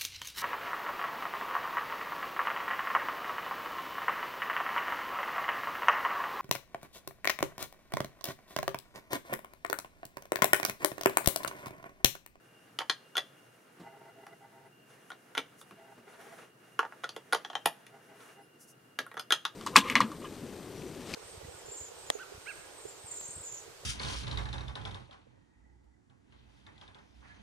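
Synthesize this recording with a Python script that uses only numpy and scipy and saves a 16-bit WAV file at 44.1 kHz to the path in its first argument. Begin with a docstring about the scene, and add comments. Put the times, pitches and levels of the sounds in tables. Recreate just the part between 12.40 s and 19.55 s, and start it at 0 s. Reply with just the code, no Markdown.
"""On a table in a quiet room, plastic bricks are set down, nudged and pressed onto a studded base plate.
Each contact excites modes of plate, table and hollow bricks plus a noise snap; the ceiling returns it.
Hands and sleeves rub softly as shaped noise over a faint steady rustle, thumps and squeaks are sines with
noise or waver, and filtered noise gives a room tone with a low hum and a thin wavering whine, in stereo."""
import sys
import numpy as np
from scipy import signal
from scipy.fft import rfft, irfft
from scipy.io import wavfile
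from scipy.ndimage import uniform_filter1d

SR = 44100
rng = np.random.default_rng(int(sys.argv[2]) if len(sys.argv) > 2 else 0)


def unload_audio(sound):
    """Save the sound as a 16-bit wav file, at the path given as the first command line argument."""
    columns = np.transpose(np.atleast_2d(sound))
    # keep every value between -1 and 1, then stretch to whole-number steps
    steps = np.round(np.clip(columns, -1, 1) * 32767)
    wavfile.write(sys.argv[1], SR, steps.astype(np.int16))


N = 315305

# Contacts of brick, plate and table. Each row: start in seconds, plate peak in dB, pitch of the struck
# spot on the base in Hz, on the brick in Hz, then in dB relative to the plate: table knock, brick ring,
# edge tick.
CONTACTS = [(0.3883, -25.5, 1300, 3050, -6.5, 5.5, -9), (0.4066, -24.5, 747, 2960, -6, -10, -23),
            (0.416, -31, 850, 3170, -7, -7, -25), (0.4971, -17, 1342, 4053, -15, 1, -14),
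            (0.754, -30.5, 1400, 3480, -19, 0, -23), (0.7685, -26.5, 1960, 3266, -6, 8, -2),
            (0.779, -21.5, 1988, 3405, -5, 3, -13), (1.8663, -42.5, 1040, 2780, -4, -6, -10.5),
            (2.7033, -34.5, 1414, 3150, -8.5, -8.5, -16.5), (2.7176, -37.5, 1390, 3730, -8, -4.5, -22),
            (2.9507, -28, 1375, 2970, -14, -4.5, -18), (2.9717, -27.5, 2000, 2400, -3.5, -7, -22.5),
            (2.9777, -22, 1370, 2200, -10.5, 3, -10.5), (3.2135, -47.5, 1270, 3680, -4, -0.5, 3),
            (3.309, -42.5, 1030, 2800, -11, -8, -12.5), (4.3913, -14.5, 1224, 2830, -12.5, -11.5, -23),
            (4.4291, -29.5, 870, 2350, -1.5, -17, -33), (4.4503, -30, 1180, 2590, -3, -19, -34),
            (4.523, -35.5, 868, 2830, -8.5, -23, -26), (4.6361, -31.5, 1290, 2800, -6, -7, -26),
            (4.6416, -25.5, 1404, 3350, -6, -5.5, -19.5), (4.6914, -37.5, 1210, 4460, -7, 5.5, -7),
            (4.7637, -33.5, 465, 3300, 1.5, -1.5, -11), (4.9248, -19, 1500, 3360, -8.5, -7, -15),
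            (4.931, -15, 1430, 4530, -6, -8.5, -8), (4.9473, -22.5, 1190, 3170, -1.5, -1, -15),
            (5.048, -33.5, 1470, 3280, -4, 2, -26), (5.1003, -34, 696, 3240, -5, -4, -26),
            (5.1313, -40, 723, 3120, -2, -5, -25), (5.1531, -24, 788, 3140, -3, 0.5, -21.5),
            (5.2555, -42, 1970, 2980, 2, 0, -9), (5.2579, -16, 726, 2830, 0, 0, -3.5),
            (5.466, -46, 1880, 2370, -20, 0, -2.5), (5.805, -48, 1350, 3790, -4, -6, -11),
            (6.5886, -20, 1613, 3060, -12, -3.5, -16.5), (6.6649, -38.5, 1390, 3470, -8.5, -23, -9.5),
            (6.715, -37.5, 1930, 3700, -13, -14, -18), (6.7417, -40.5, 1330, 3440, -2, -12, -11),
            (6.7694, -28, 1300, 3030, -9.5, -16, -22), (6.776, -30, 1300, 3500, -9.5, -7.5, -23),
            (6.7953, -33, 1380, 5000, -9, 1.5, -2.5), (6.9056, -18.5, 1645, 3400, -10.5, -2, -14),
            (6.9226, -17, 1260, 3220, -7, 6, -4.5), (7.0516, -22.5, 1420, 3820, -27, 1.5, -12.5)]
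# Modes of plate, table, brick cavity, brick walls and edge, in that order. Each row of a part: frequency
# in Hz, relative level in dB.
PART_MODES = [
    [(950, -2), (1100, -3), (1230, 0), (1365, 0), (1610, -1), (1930, -6)],
    [(460, -5), (695, 0), (815, -1)],
    [(2470, -7), (3100, -2), (3310, 0), (3550, -3)],
    [(4120, -2), (4540, -5), (5180, -5), (5910, -3), (6400, -7)],
    [(9500, -3), (10200, 0), (11300, -6)],
]
# The same five parts: decay time to -60 dB in seconds, before the struck spot prolongs it.
PART_T60 = [0.018, 0.025, 0.013, 0.013, 0.011]
# The same five parts: left minus right level in dB.
PART_PAN_DB = [-1, -3.9, 2, 0.8, -0.3]
# Low modes of the rubbed table. Each row: frequency in Hz, width in Hz, relative level in dB.
TABLE_MODES = [(406, 21, 0.5), (669, 8.6, 7), (805, 11.5, 4), (919.5, 7.4, 1.5), (1425, 110, -10.5),
               (2007, 37, -7.5)]
# Spectrum of the soft broadband swish. 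Each row: frequency in Hz, relative density in dB.
SWISH_SPECTRUM = [(80, -26), (250, -5.5), (450, 1.5), (1000, -5), (1600, -2.5), (4000, -17), (9000, -34),
                  (16000, -59.5)]
# Spectrum of fingertips on plastic. Each row: frequency in Hz, relative density in dB.
HISS_SPECTRUM = [(3000, -38), (5800, -9), (8000, -13.5), (9800, -8), (12000, -15.5), (15500, -23)]
# Spectrum of the room's air noise. Each row: frequency in Hz, relative density in dB.
AIR_SPECTRUM = [(20, -52), (85, -66), (130, -4), (300, -4.5), (600, -6), (1000, -14.5), (1460, -9.5),
                (2600, -20.5), (3500, -24.5), (8000, -27.5), (10000, -25.5), (15000, -30.5)]
# Likeness of the air noise at left and right. Each row: frequency in Hz, correlation (0 to 1).
AIR_LIKENESS = [(130, 1), (300, 0.88), (700, 0.015), (3000, 0.046), (15000, 0.13)]
# Narrow tones in the room. Each row: frequency in Hz, width in Hz, mean level in dB.
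ROOM_TONES = [(119.9, 9.4, -75.5), (142.6, 9.9, -76), (2809, 35, -72)]
# Narrow dips in the overall spectrum. Each row: frequency in Hz, width in Hz.
SPECTRUM_DIPS = [(575, 44), (2680, 35)]
# Rubbing that hums in the table. Each row: start in seconds, length in seconds, level in dB.
HUM_STROKES = [(1.42, 0.17, -56), (1.6, .12, -55), (1.75, 0.15, -59), (1.88, 0.072, -55), (2.0, 0.078, -57),
               (2.11, 0.18, -60.5), (3.37, 0.18, -59), (3.66, 0.058, -51.5), (3.78, 0.18, -58.5),
               (5.51, 0.097, -59), (5.68, 0.1, -59), (5.96, 0.074, -59.5)]
# Soft broadband noise, in short swishes and in long, faint, steady stretches. Each row: start in seconds,
# length in seconds, level in dB.
SWISH_STROKES = [(0, 1.43, -66.5), (1.38, 0.94, -68.5), (2.45, 0.32, -61.5), (2.75, 0.94, -66),
                 (3.66, 0.13, -58.5), (3.76, .33, -55.5), (4.19, 1.82, -64), (5.76, .17, -59)]
# Fingertips turning a brick. 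Each row: start in seconds, length in seconds, level in dB.
HISS_STROKES = [(3.18, 0.055, -59.5), (6.195, 0.065, -60.5), (6.265, 0.064, -61)]
# Soft bumps of a hand on the table. Each row: start in seconds, level in dB, pitch in Hz.
HAND_THUMPS = [(1.395, -42, 176), (2.975, -37, 279), (3.307, -48.5, 199), (3.572, -50, 235),
               (5.251, -41, 168), (6.141, -55.5, 151), (6.588, -41.5, 266)]
# Faint rising squeaks. Each row: start in seconds, length in seconds, start pitch in Hz, end pitch in Hz,
# level of the fundamental in dB.
SQUEAK_GLIDES = [(2.233, 0.072, 4690, 5000, -82), (5.987, 0.098, 4780, 5360, -76.5)]

SNAP_DB, SNAP_T60 = -3, 0.019  # snap relative to the summed modes, decay in seconds
APART = 0.11  # left-right difference in radiation, as a fraction
FAVOUR_DB, FAVOUR_OCTAVES = 9.5, 0.16  # boost of modes near the struck spot, and its reach
DETUNE = 0.026  # random spread of mode pitch, as a fraction
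MODE_SPREAD_DB = 2  # random spread of mode level, in dB
LINGER_HZ = 3210  # a mode at a struck spot of this pitch rings twice as long, at lower spots less
WALLS_DB, WALLS_FROM_HZ = -5.5, 3950  # walls relative to cavity, unless the struck spot is this high
CEILING_S, CEILING_DB = .0132, -14  # delay and loss of each return
SWISH_HISS_DB = -10  # hiss that goes along with the swish
ROOM_DB = -61.5
TOP_HZ = 15700


def clicks(low_hz=280):
    """Superposition: each contact is the sum of the responses of all parts that it excites."""
    out = np.zeros((2, N + SR))
    t = np.arange(2048) / SR
    for s, plate_db, base_hz, brick_hz, table_db, brick_db, edge_db in CONTACTS:
        at = int(s * SR)
        walls_db = brick_db + WALLS_DB * (brick_hz < WALLS_FROM_HZ)
        levels = [0, table_db, brick_db, walls_db, edge_db]
        spots = [base_hz, base_hz, brick_hz, brick_hz, brick_hz]
        for part, db, spot_hz, part_t60, pan_db in zip(PART_MODES, levels, spots, PART_T60, PART_PAN_DB):
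            hit = struck_part(part, spot_hz, part_t60, t)
            pan = undb([[pan_db / 2], [-pan_db / 2]])
            out[:, at:at + len(t)] += undb(plate_db + db) * pan * hit / np.abs(hit.mean(0)).max()
    # small light parts radiate no bass
    return signal.sosfilt(signal.butter(4, low_hz, "high", fs=SR, output="sos"), out[:, :N])


def struck_part(part, spot_hz, part_t60, t, rise_cycles=0.86):
    """Impact response: free modes and a snap, built up over about a cycle of the lowest mode."""
    hz, mode_db = np.transpose(part)[:, :, None]
    ring = ringing_modes(hz, mode_db, spot_hz, part_t60, t)
    snap = plastic_snap(hz, spot_hz, t)
    hit = ring + undb(SNAP_DB + mode_db).sum() * snap / np.abs(snap).max()
    return hit * np.sin(np.pi / 2 * np.minimum(t * hz.min() / rise_cycles, 1)) ** 2


def ringing_modes(hz, mode_db, spot_hz, part_t60, t):
    """Modal superposition: damped sines, of which the struck spot favours its neighbours."""
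    spread, shift, side = rng.standard_normal((3, len(hz), 1))
    # modes near the pitch of the struck spot bend towards it and are boosted and prolonged
    near = np.exp(-(np.log2(hz / spot_hz) / FAVOUR_OCTAVES) ** 2)
    gain = undb(mode_db + MODE_SPREAD_DB * spread + FAVOUR_DB * near)
    t60 = part_t60 * (1 + near * spot_hz / LINGER_HZ)
    pitch = hz * (spot_hz / hz) ** near * (1 + DETUNE * shift * (1 - near / 2))
    modes = gain * np.sin(2 * np.pi * pitch * t) * 1000. ** (-t / t60)
    # each mode radiates a little differently to left and right
    return np.array([(modes * (1 + APART * side)).sum(0), (modes * (1 - APART * side)).sum(0)])


def plastic_snap(hz, spot_hz, t, spot_width=0.34, spot_db=5):
    """High modal density: countless small damped modes act as decaying noise, densest round the spot."""
    edges_hz = [hz.min() / 1.063, hz.max() * 1.073]
    band = signal.butter(3, edges_hz, "band", fs=SR, output="sos")
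    mid, opposed = rng.standard_normal((2, len(t))) * 1000. ** (-t / SNAP_T60)
    snap = signal.sosfilt(band, [mid + 2 * APART * opposed, mid - 2 * APART * opposed])
    return snap + undb(spot_db) * resonate(snap, spot_hz, spot_width * spot_hz)


def room(x, early_db=-27, early_t60=0.1, late_db=-47, late_t60=0.38, shared=0.63, dull_hz=11000,
         smear_s=0.00014):
    """Reflection: flutter between table and ceiling, each return more smeared, over two decaying tails."""
    t = np.arange(SR // 2) / SR
    common, left, right = rng.standard_normal((3, len(t)))
    noise = shared * common + (1 - shared) * np.array([left, right])
    early = undb(early_db) * 1000. ** (-t / early_t60)
    late = undb(late_db) * 1000. ** (-t / late_t60)
    tail = noise * (early + late)
    tail[:, :int(.002 * SR)] = 0
    for k in range(1, 4):
        bounce = noise * np.exp(-((t - k * CEILING_S) / (smear_s * k)) ** 2)
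        tail += undb(k * CEILING_DB) * bounce / np.sqrt(np.sum(bounce ** 2) / 2)
    tail = signal.lfilter(*signal.butter(1, dull_hz, fs=SR), tail)
    return x + signal.fftconvolve(x, tail, axes=1)[:, :N]


def hands():
    """Friction noise: rubbing hums in the table's low modes, a soft broadband swish, fingertip hiss."""
    hum = pair(table_rub, 0.88)
    swish = pair(lambda: coloured(SWISH_SPECTRUM), 0.63)
    hiss = pair(lambda: coloured(HISS_SPECTRUM), 0.72)
    # the level of each wanders by a few dB
    hum_swing, swish_swing, hiss_swing = undb([2.8 * walk(90), 1.8 * walk(45), 1.8 * walk(35)])
    swish_gain = strokes(SWISH_STROKES, .1)
    hiss_gain = strokes(HISS_STROKES, .035) + undb(SWISH_HISS_DB) * swish_gain
    rubbing = hum * strokes(HUM_STROKES) * hum_swing
    return rubbing + swish * swish_gain * swish_swing + hiss * hiss_gain * hiss_swing + thumps()


def table_rub():
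    """Forced resonance: friction noise drives the table's low modes."""
    return unit(sum(undb(db) * resonate(rng.standard_normal(N), hz, width_hz)
                    for hz, width_hz, db in TABLE_MODES))


def thumps(rise_s=0.011, t60=0.15, scuff_db=1.0):
    """Soft impact: flesh pushes slowly, so it wakes the table's bass, and scuffs a little."""
    out = np.zeros(N + SR)
    t = np.arange(4096) / SR
    envelope = (1 - np.exp(-t / rise_s)) * 1000. ** (-t / t60)
    for s, db, hz in HAND_THUMPS:
        scuff = unit(resonate(rng.standard_normal(len(t)), 1.6 * hz, hz))
        body = np.sin(2 * np.pi * hz * t) + undb(scuff_db) * scuff
        out[int(s * SR):][:len(t)] += undb(db) * body * envelope
    return out[:N]


def squeaks(octave_db=8.0, waver=0.0096):
    """Frequency modulation: thin wavering tones with a stronger octave glide up and fade in and out."""
    out = np.zeros(N)
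    for s, length, start_hz, end_hz, db in SQUEAK_GLIDES:
        at, n = int(s * SR), int(length * SR)
        pitch = np.linspace(start_hz, end_hz, n) * (1 + waver * walk(46)[:n])
        turns = np.cumsum(pitch) / SR
        tone = np.sin(2 * np.pi * turns) + undb(octave_db) * np.sin(4 * np.pi * turns)
        out[at:at + n] += undb(db) * np.hanning(n) * tone
    return out


def room_tone():
    """Broadband and narrowband noise: slightly breathing air, and wavering tones up to a thin whine."""
    air_gain = undb(ROOM_DB + .5 * walk(12.0))
    air = pair(lambda: coloured(AIR_SPECTRUM), on_log(AIR_LIKENESS)) * air_gain
    for hz, width_hz, db in ROOM_TONES:
        tone = pair(lambda: unit(resonate(rng.standard_normal(N), hz, width_hz)), 0.9)
        air += undb(db + 1.8 * walk(9)) * tone
    return air


def strokes(table, edge_s=0.041):
    """Amplitude envelope: gain of strokes that set in and let go softly."""
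    t, gain = np.arange(N) / SR, 0
    for s, length, db in table:
        inside_s = np.minimum(t - s, s + length - t)
        gain = gain + undb(db) * np.clip(inside_s / edge_s + .5, 0, 1) ** 2
    return gain


def pair(make, likeness):
    """Interchannel correlation: left and right from a shared and an opposed noise."""
    c = np.clip(likeness, 0, 1)
    mid = rfft(make()) * np.sqrt((1 + c) / 2)
    side = rfft(make()) * np.sqrt((1 - c) / 2)
    return np.array([irfft(mid + side, N), irfft(mid - side, N)])


def coloured(points):
    """Spectral shaping: noise of rms 1 with the given (Hz, dB) spectrum."""
    return unit(irfft(rfft(rng.standard_normal(N)) * undb(on_log(points)), N))


def on_log(points):
    """Logarithmic frequency: (Hz, value) points interpolated on every bin of an N-point spectrum."""
    hz, value = np.transpose(points)
    return np.interp(np.log(np.fft.rfftfreq(N, 1 / SR) + 1), np.log(hz), value)


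def resonate(x, hz, width_hz):
    """Resonance: a single mode with gain 1 at its centre."""
    return signal.lfilter(*signal.iirpeak(hz, hz / width_hz, SR), x)


def walk(rate):
    """Slow fluctuation: random levels held 1 / rate s and slewed twice, spread near 1."""
    k = int(SR / rate)
    steps = np.repeat(rng.standard_normal(N // k + 1), k)
    return unit(uniform_filter1d(uniform_filter1d(steps, k), k)[:N])


def undb(db):
    """Decibel: amplitude gain of a dB value."""
    return 10 ** (np.asarray(db) / 20)


def unit(x):
    """Root mean square: scale to rms 1."""
    return x / np.sqrt(np.mean(x ** 2))


def scene():
    """Superposition: clicks in the room over handling, squeaks and room tone."""
    return room(clicks()) + hands() + squeaks() + room_tone()


def record(dry):
    """Linear filtering: a few narrow dips and a steep top."""
    for hz, width_hz in SPECTRUM_DIPS:
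        dry = signal.lfilter(*signal.iirnotch(hz, hz / width_hz, SR), dry)
    return signal.sosfilt(signal.ellip(8, .2, 60, TOP_HZ, fs=SR, output="sos"), dry)


dry = scene()
out = record(dry)
unload_audio(out)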